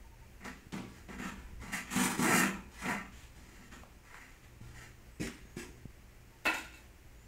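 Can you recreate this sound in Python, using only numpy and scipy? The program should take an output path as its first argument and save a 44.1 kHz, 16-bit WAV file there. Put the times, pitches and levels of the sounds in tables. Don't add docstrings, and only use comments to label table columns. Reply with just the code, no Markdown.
import sys
import numpy as np
from scipy import signal
from scipy.fft import rfft, irfft
from scipy.io import wavfile
from scipy.ndimage import uniform_filter1d

SR = 44100
rng = np.random.default_rng(int(sys.argv[2]) if len(sys.argv) > 2 else 0)


def master(y):
    cut = np.clip(np.atleast_2d(y).T, -1, 1)
    pcm = np.round(cut * 32767)
    wavfile.write(sys.argv[1], SR, pcm.astype(np.int16))


N = 320607
TIME = np.arange(N) / SR
RING_TIME = np.arange(SR) / SR
GESTURE_TIME = np.arange(0, N / SR, .001)


def gain_of(db):
    return 10 ** (np.asarray(db) / 20)


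def unit_rms(x):
    return x / np.sqrt(np.mean(x ** 2) + 1e-20)


def curve_at(points, hz):
    points_hz, values = np.transpose(points)
    return np.interp(np.log(hz + 1), np.log(points_hz + 1), values)


def add(mix, start, sound):
    part = mix[max(round(start * SR), 0):][:len(sound)]
    part += sound[:len(part)]


def coloured(x, spectrum):
    eq = gain_of(curve_at(spectrum, np.fft.rfftfreq(len(x), 1 / SR)))
    return unit_rms(irfft(rfft(x) * eq, len(x)))


def band(x, low_hz, high_hz):
    edges = np.clip([low_hz, high_hz], 1, SR / 2 - 1)
    return unit_rms(signal.sosfilt(signal.butter(5, edges, "band", fs=SR, output="sos"), x))


def drift(rate_hz):
    lowpass = np.exp(-(np.fft.rfftfreq(N, 1 / SR) / rate_hz) ** 2)
    return unit_rms(irfft(rfft(rng.standard_normal(N)) * lowpass, N))


def resonate(x, hz, width_hz):
    carrier = np.exp(2j * np.pi * np.cumsum(hz) / SR)
    pole = np.exp(-np.pi * width_hz / SR)
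    return unit_rms((carrier * signal.lfilter([1 - pole], [1, -pole], x / carrier)).real)


def decay(t60):
    return np.exp(-np.log(1000) * RING_TIME / t60)


def grit(per_s, spread_db):
    size = gain_of(spread_db * np.minimum(rng.exponential(1, N), 4))
    return unit_rms(size * rng.standard_normal(N) * (rng.random(N) < per_s / SR))


def slide_envelope(start, length, attack_s, fall_db_per_s, swell_db=0):
    since = np.maximum(GESTURE_TIME - start, 0)
    to_go, after = np.maximum(1 - since / length, 0), np.maximum(since - length, 0)
    return (1 - np.exp(-since / attack_s)) * gain_of(-swell_db * to_go - fall_db_per_s * after)


def summed_db(powers):
    return np.interp(TIME, GESTURE_TIME, 10 * np.log10(np.sum(powers, axis=0) + 1e-14))


def walls(x):
    out = np.zeros(N)
    for k in range(3):
        echoes = rng.standard_normal(SR) * (decay(0.16) + gain_of(9) * decay(0.01))
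        crossfade = np.cos(np.pi * (1.6 * TIME + k / 3)) ** 3
        out += signal.fftconvolve(x * crossfade, echoes)[:N]
    return unit_rms(out)


# frequency in Hz, t60 in seconds.
ROOM_DECAY = [(100, 0.88), (260, 0.52), (1000, 0.39), (2500, 0.56), (7000, 0.71), (14000, 0.2)]


def burst(spectrum, t60, room_db):
    direct = coloured(rng.standard_normal(SR), spectrum) * decay(t60)
    hz, t, bands = signal.stft(coloured(rng.standard_normal(SR), spectrum), SR, nperseg=512)
    fade = np.exp(-np.log(1000) * t / curve_at(ROOM_DECAY, hz)[:, None])
    tail = signal.istft(bands * fade, SR, nperseg=512)[1][:SR]
    return direct + gain_of(room_db) * tail


# frequency in Hz, EQ gain in dB.
AIR_EQ = [(20, -9.5), (90, -3), (130, -3.5), (220, -6), (380, -8.5), (600, -13), (900, -15), (1300, -17),
          (2000, -13.5), (2700, -17.5), (3600, -25), (7000, -23), (10000, -29), (15600, -27.5)]
# frequency in Hz, relative level in dB.
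HUM_PARTIALS = [(58.5, -2), (118.4, -6.5), (204.6, -18.5), (355.3, -20.5)]
# time in seconds, relative level in dB.
LOW_END_RIDE = [(0, -59.5), (.42, -60.5), (.65, -66), (1.42, -55.5), (1.6, -53.5), (1.8, -62.5), (3.5, -61),
                (4.05, -65), (4.47, -63.5), (4.7, -60), (5.1, -61.5), (7.27, -62.5)]


def room_tone():
    air = gain_of(-61.5) * coloured(rng.standard_normal(N), AIR_EQ) * gain_of(.5 * drift(11))
    hum = sum(gain_of(db + 3 * drift(5)) * np.sin(2 * np.pi * hz * TIME + 0.41 * drift(7.5))
              for hz, db in HUM_PARTIALS)
    rumble = gain_of(-0.5) * band(rng.standard_normal(N), 12, 78.5)
    ride_db = np.interp(TIME, *np.transpose(LOW_END_RIDE)) + 4
    return air + (hum + rumble) * gain_of(ride_db)


# start and length in seconds, level in dB, first and last pitch in Hz.
WHISTLE_GLIDES = [(5.1, .12, -71, 7850, 8150), (5.368, 0.45, -68.5, 6650, 6600),
                  (7.12, .2, -71, 6550, 7600)]


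def whistles():
    out = np.zeros(N)
    quaver = 1 + .012 * drift(140)
    for start, length, db, first_hz, last_hz in WHISTLE_GLIDES:
        progress = np.clip((TIME - start) / length, 0, 1)
        hz = (first_hz + (last_hz - first_hz) * progress) * quaver
        out += gain_of(db) * np.sin(np.pi * progress) * np.sin(2 * np.pi * np.cumsum(hz) / SR)
    return out


# start in seconds, length in seconds, level in dB.
SQUEAK_CUES = [(0.036, 0.042, -60.5), (0.107, 0.057, -61.5), (0.208, 0.048, -61.5), (6.293, 0.091, -67)]


def squeaks(pitch_hz=910):
    out = np.zeros(N)
    for start, length, db in SQUEAK_CUES:
        t = np.arange(0, length, 1 / SR)
        add(out, start, gain_of(db) * np.sin(np.pi * t / length) * np.sin(2 * np.pi * pitch_hz * t))
    return out


# start in seconds, level in dB, pitch in Hz, t60 in seconds.
PANE_NUDGES = [(4.607, -45, 120, 0.88)]


def pane():
    out = np.zeros(N)
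    for start, db, hz, t60 in PANE_NUDGES:
        add(out, start, gain_of(db) * decay(t60) * np.sin(2 * np.pi * hz * RING_TIME))
    return out


# start in seconds, level in dB, nominal pitch in Hz.
THUD_CUES = [(0.668, -33, 110), (1.534, -32, 90), (4.613, -30.5, 141), (5.203, -23.5, 165),
             (5.22, -27, 190), (5.268, -42, 139), (5.453, -38, 214.5), (5.569, -26.5, 212),
             (5.855, -26.5, 164)]
# frequency in Hz, EQ gain in dB.
SOLE_EQ = [(24, -34), (40, -8), (64, 6), (87, -16), (235, 0.5), (280, -7.5), (317, -5.5), (480, -17),
           (562, -23), (758, -21.5), (1350, -25), (1490, -21), (1910, -13.5), (3840, -28.5), (6810, -23),
           (15500, -43)]
# start in seconds, floorboard rumble in dB, hiss in dB, length in seconds.
SCUFF_CUES = [(5.196, -37, -41.5, 0.034), (5.561, -41, -46.5, 0.035)]


def steps():
    out = np.zeros(N)
    attack = 1 - np.exp(-RING_TIME / 0.00074)
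    for start, db, hz in THUD_CUES:
        cycles = hz * 0.012 * np.log1p(RING_TIME / 0.01)
        add(out, start, gain_of(db) * np.sin(2 * np.pi * cycles) * decay(0.016) * attack)
    sole = coloured(walls(grit(per_s=4500, spread_db=2.5)), SOLE_EQ)
    boards, hiss = band(sole, 36, 610), band(sole, 580, 16000)
    for start, boards_db, hiss_db, length in SCUFF_CUES:
        since = np.maximum(TIME - start, 0)
        slide = (1 - np.exp(-since / 0.017)) * np.exp(-np.maximum(since - length, 0) / 0.06)
        shake = (1 - np.exp(-since / 0.0097)) * np.exp(-since / 0.078)
        out += shake * gain_of(boards_db) * boards + slide * gain_of(hiss_db) * hiss
    return out


# frequency in Hz, width in Hz, relative level in dB.
EDGE_MODES = [(3800, 180, 3), (4380, 100, -3), (5100, 160, -4), (6060, 150, -4.5), (6670, 55, 0),
              (7100, 69, 3), (7680, 150, -1), (8350, 120, -4), (10800, 91, -4.5), (13200, 350, -4)]
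# start in seconds, length in seconds, level in dB.
SKID_CUES = [(6.445, .012, -47.5), (6.531, 0.052, -48.5), (6.724, 0.06, -63.5)]


def tool_skids():
    ring = sum(gain_of(db) * np.sqrt(width) * np.cos(2 * np.pi * hz * RING_TIME)
               * np.exp(-np.pi * width * RING_TIME) for hz, width, db in EDGE_MODES)
    slips = grit(per_s=2500, spread_db=1)
    chatter = band(signal.fftconvolve(slips, ring)[:N], 3200, 20000)
    powers = [(gain_of(db) * slide_envelope(start, length, attack_s=0.0039, fall_db_per_s=188)) ** 2
              for start, length, db in SKID_CUES]
    return chatter * gain_of(summed_db(powers))


# frequency in Hz, EQ gain in dB.
CLACK_EQ = [(71, -75), (120, -32), (200, -13), (312, -0.5), (353, -11), (509, -9.5), (1020, 1), (1220, -22),
            (1380, 4.5), (1650, -6.5), (2440, -7.5), (2640, -4), (2920, -13), (5610, -26.5), (15500, -30)]
# frequency in Hz, relative level in dB, t60 in seconds.
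TOOL_MODES = [(324, -23, 0.65), (790, -31, 0.16), (867, -20, 0.34), (1010, -11, 0.07), (1414, -7, 0.17),
              (1399, -17, 0.26), (1550, -16, 0.35), (1800, -18, 0.4), (1843, -11, 0.26), (1997, -13.5, 0.4),
              (2250, -10, 0.24), (2530, -17, 0.31), (2647, 0.5, 0.15), (2600, -14, 0.31), (3020, -21, .25),
              (4060, -14.5, 0.15), (4420, -13, 0.081)]
# start in seconds, clack in dB, ring in dB.
KNOCK_CUES = [(6.454, -31, -41), (6.458, -28.5, -41), (6.466, -32.5, -27.5), (6.475, -37, -29),
              (6.499, -42, -49), (6.545, -39.5, -40), (6.738, -68, -51.5), (6.768, -64, -54.5)]


def tool_knocks():
    out = np.zeros(N)
    for start, clack_db, ring_db in KNOCK_CUES:
        detunes = 1 + .008 * rng.standard_normal(len(TOOL_MODES))
        phases = rng.random(len(TOOL_MODES))
        ring = sum(gain_of(db) * decay(t60) * np.sin(2 * np.pi * (hz * detune * RING_TIME + phase))
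                   for (hz, db, t60), detune, phase in zip(TOOL_MODES, detunes, phases))
        clack = burst(CLACK_EQ, t60=0.035, room_db=-3.5)
        add(out, start, gain_of(clack_db) * clack + gain_of(ring_db) * ring)
    return out


# frequency in Hz, relative level in dB, base t60 in seconds.
FRAME_MODES = [(119, -18, .4), (180, -6, .17), (193, -2, .24), (206, -5, .17), (245, -3.5, .26),
               (319, -16, .25), (354, -17, .3), (467, -16, .4), (764, -15, .38), (791, -17, .2),
               (870, -15, .15), (972, -13, .35), (1140, -9, .4), (1169, -12, .38), (1310, -14, .2),
               (1341, -11, .25), (1378, -12, .2), (1593, -17, .2), (1744, -16, .2), (1943, -13, .25),
               (1992, -13, .25), (2030, -12, .25), (2492, -17, .2)]


def frame_ring(damping, top_hz):
    return sum(gain_of(db) / np.hypot(1, hz / top_hz) * np.cos(2 * np.pi * hz * RING_TIME)
               * decay(t60 / damping) for hz, db, t60 in FRAME_MODES)


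# frequency in Hz, EQ gain in dB.
TAP_EQ = [(59, -39), (100, -17), (173, -20), (300, -16), (390, -3), (480, -11.5), (977, -18), (1160, -25),
          (1290, -72), (2130, -11.5), (2320, -18), (15500, -54)]
# start in seconds, boom in dB, tap in dB.
BUMP_CUES = [(0.456, -48, -49), (0.723, -64, -53), (0.73, -36.5, -46), (0.778, -48, -43.5),
             (1.088, -46.5, -50.5), (1.198, -41, -60), (1.617, -53, -52.5), (1.96, -26.5, -58),
             (2.192, -24.5, -40), (2.858, -34, -38), (3.592, -53.5, -68)]
# start in seconds, level in dB, tone in Hz (higher for smaller crumbs).
CRUMB_CUES = [(0.45, -47, 4850), (0.723, -45, 5160), (3.835, -48, 1000), (4.143, -43.5, 1670),
              (5.271, -37, 2230)]


def hand_bumps():
    out = np.zeros(N)
    soft_attack = 1 - np.exp(-RING_TIME / 0.0035)
    for start, boom_db, tap_db in BUMP_CUES:
        add(out, start, gain_of(boom_db) * soft_attack * frame_ring(damping=0.62, top_hz=450))
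        add(out, start, gain_of(tap_db) * burst(TAP_EQ, t60=0.062, room_db=-6))
    for start, db, hz in CRUMB_CUES:
        snap_eq = [(hz / 4, -24), (hz / 2, 0), (hz * 1.07, 0), (hz * 2, -16), (hz * 6, -32)]
        add(out, start, gain_of(db) * burst(snap_eq, t60=0.023, room_db=-13))
    return out


def stroke_powers(strokes, levels_db, fall_db_per_s, grip_s=0.0094):
    powers = []
    for (start, length, swell_db, *_), db in zip(strokes, levels_db):
        stroke = slide_envelope(start, length, grip_s, fall_db_per_s, swell_db)
        trail = gain_of(-35) * slide_envelope(start, length, grip_s, fall_db_per_s=69, swell_db=swell_db)
        powers.append(gain_of(db) ** 2 * (stroke ** 2 + trail ** 2))
    return np.array(powers) + 1e-14


# frequency in Hz, EQ gain in dB.
FRICTION_EQ = [(60, -36), (100, -37), (170, 7), (330, 9), (560, -4.5), (850, 0.5), (1300, -1), (2100, -2),
               (2700, -0.5), (3300, -11.5), (4500, -15), (7400, -13.5), (10000, -23), (15500, -31.5)]
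# start and length in seconds, swell over the stroke in dB,
# faders in dB for frame boom, rasp and fine-grit fizz, centre of the rasp in Hz.
GLOVE_STROKES = [ (0.401, 0.028, -1, -52, -57, -67, 1500), (0.44, 0.025, -2, -45.5, -45.5, -53.5, 1400),
                 (0.721, 0.056, -4, -38.5, -49.5, -57.5, 1120), (0.867, .12, 5, -67, -62.5, -63, 1700),
                 (1.079, .065, 3, -46.5, -51.5, -60, 756), (1.18, 0.12, -2, -44, -46, -55, 1550),
                 (1.373, 0.11, -5, -61, -63, -73, 1450), (1.598, 0.12, 0, -48.5, -53, -58, 1120),
                 (1.717, 0.053, 0.5, -44, -39, -45, 2040), (1.853, .05, 6, -58, -51, -59.5, 2050),
                 (1.901, 0.08, 7, -35.5, -36, -41, 1710), (1.985, 0.068, 2, -31, -33, -39, 1840),
                 (2.09, 0.033, -1, -47, -39.5, -46, 1200), (2.17, 0.061, 5, -31, -44.5, -42.5, 1320),
                 (2.218, 0.13, 3.5, -28, -30, -40, 1170), (2.328, 0.066, 6, -38, -34.5, -36.5, 1250),
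                 (2.395, 0.039, 1.5, -31, -31, -46, 1365), (2.698, 0.13, 16, -74, -49, -51.5, 1930),
                 (2.813, 0.1, 11, -36, -35, -47.5, 1050), (3.118, 0.14, 0.5, -66, -60.5, -61.5, 2420),
                 (3.344, 0.33, -1.5, -62.5, -65, -65.5, 1920), (3.711, 0.018, 5, -50, -49.5, -55.5, 1450),
                 (4.028, 0.15, 9, -67, -55, -61.5, 1510), (4.2, 0.13, -4.5, -68, -62.5, -68.5, 2300),
                 (4.422, 0.03, 3, -68, -64, -67, 1660), (4.605, .10, 2.5, -59.5, -63.5, -65, 1500),
                 (4.737, 0.1, 4.5, -64, -55, -57.5, 1920), ]


def glove_rubbing():
    *_, booms_db, rasps_db, fizzes_db, centres_hz = np.transpose(GLOVE_STROKES)
    rasp_powers = stroke_powers(GLOVE_STROKES, rasps_db, fall_db_per_s=134)
    rasp_db = summed_db(rasp_powers)
    boom_db = summed_db(stroke_powers(GLOVE_STROKES, booms_db, fall_db_per_s=103))
    fizz_db = summed_db(stroke_powers(GLOVE_STROKES, fizzes_db, fall_db_per_s=146))

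    slips = grit(per_s=4400, spread_db=1.5) * gain_of(0.42 * drift(55))
    friction = coloured(walls(slips), FRICTION_EQ)
    wood = unit_rms(signal.fftconvolve(slips, frame_ring(damping=0.91, top_hz=9000))[:N])

    brush_db = np.clip(-.5 * (boom_db + 59), -6, 8) - 4
    boom = band(wood + gain_of(brush_db) * friction, 109, 466)
    boom /= np.sqrt(uniform_filter1d(boom ** 2, size=2200) + 0.63)

    centre_hz = np.interp(TIME, GESTURE_TIME, centres_hz @ rasp_powers / rasp_powers.sum(0))
    rasp = band(friction + gain_of(-10) * wood, 466, 2810)
    rasp = unit_rms(rasp + gain_of(-4) * resonate(rasp, centre_hz, width_hz=1100))

    top_db = np.clip(0.44 * (fizz_db + 46), -6, 4) + 1
    fizz = unit_rms(band(friction, 2890, 7600) + gain_of(top_db) * band(friction, 7620, 23000))
    return boom * gain_of(boom_db) + rasp * gain_of(rasp_db) + fizz * gain_of(fizz_db)


def scene():
    window = glove_rubbing() + hand_bumps() + pane() + tool_knocks() + tool_skids()
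    mix = window + steps() + room_tone() + squeaks() + whistles()
    return np.tile(mix, (2, 1))


def record(dry):
    lowpass = signal.firwin(801, cutoff=15750, window=("kaiser", 9), fs=SR)
    return signal.oaconvolve(dry, lowpass[None], "same")


dry = scene()
out = record(dry)
master(out)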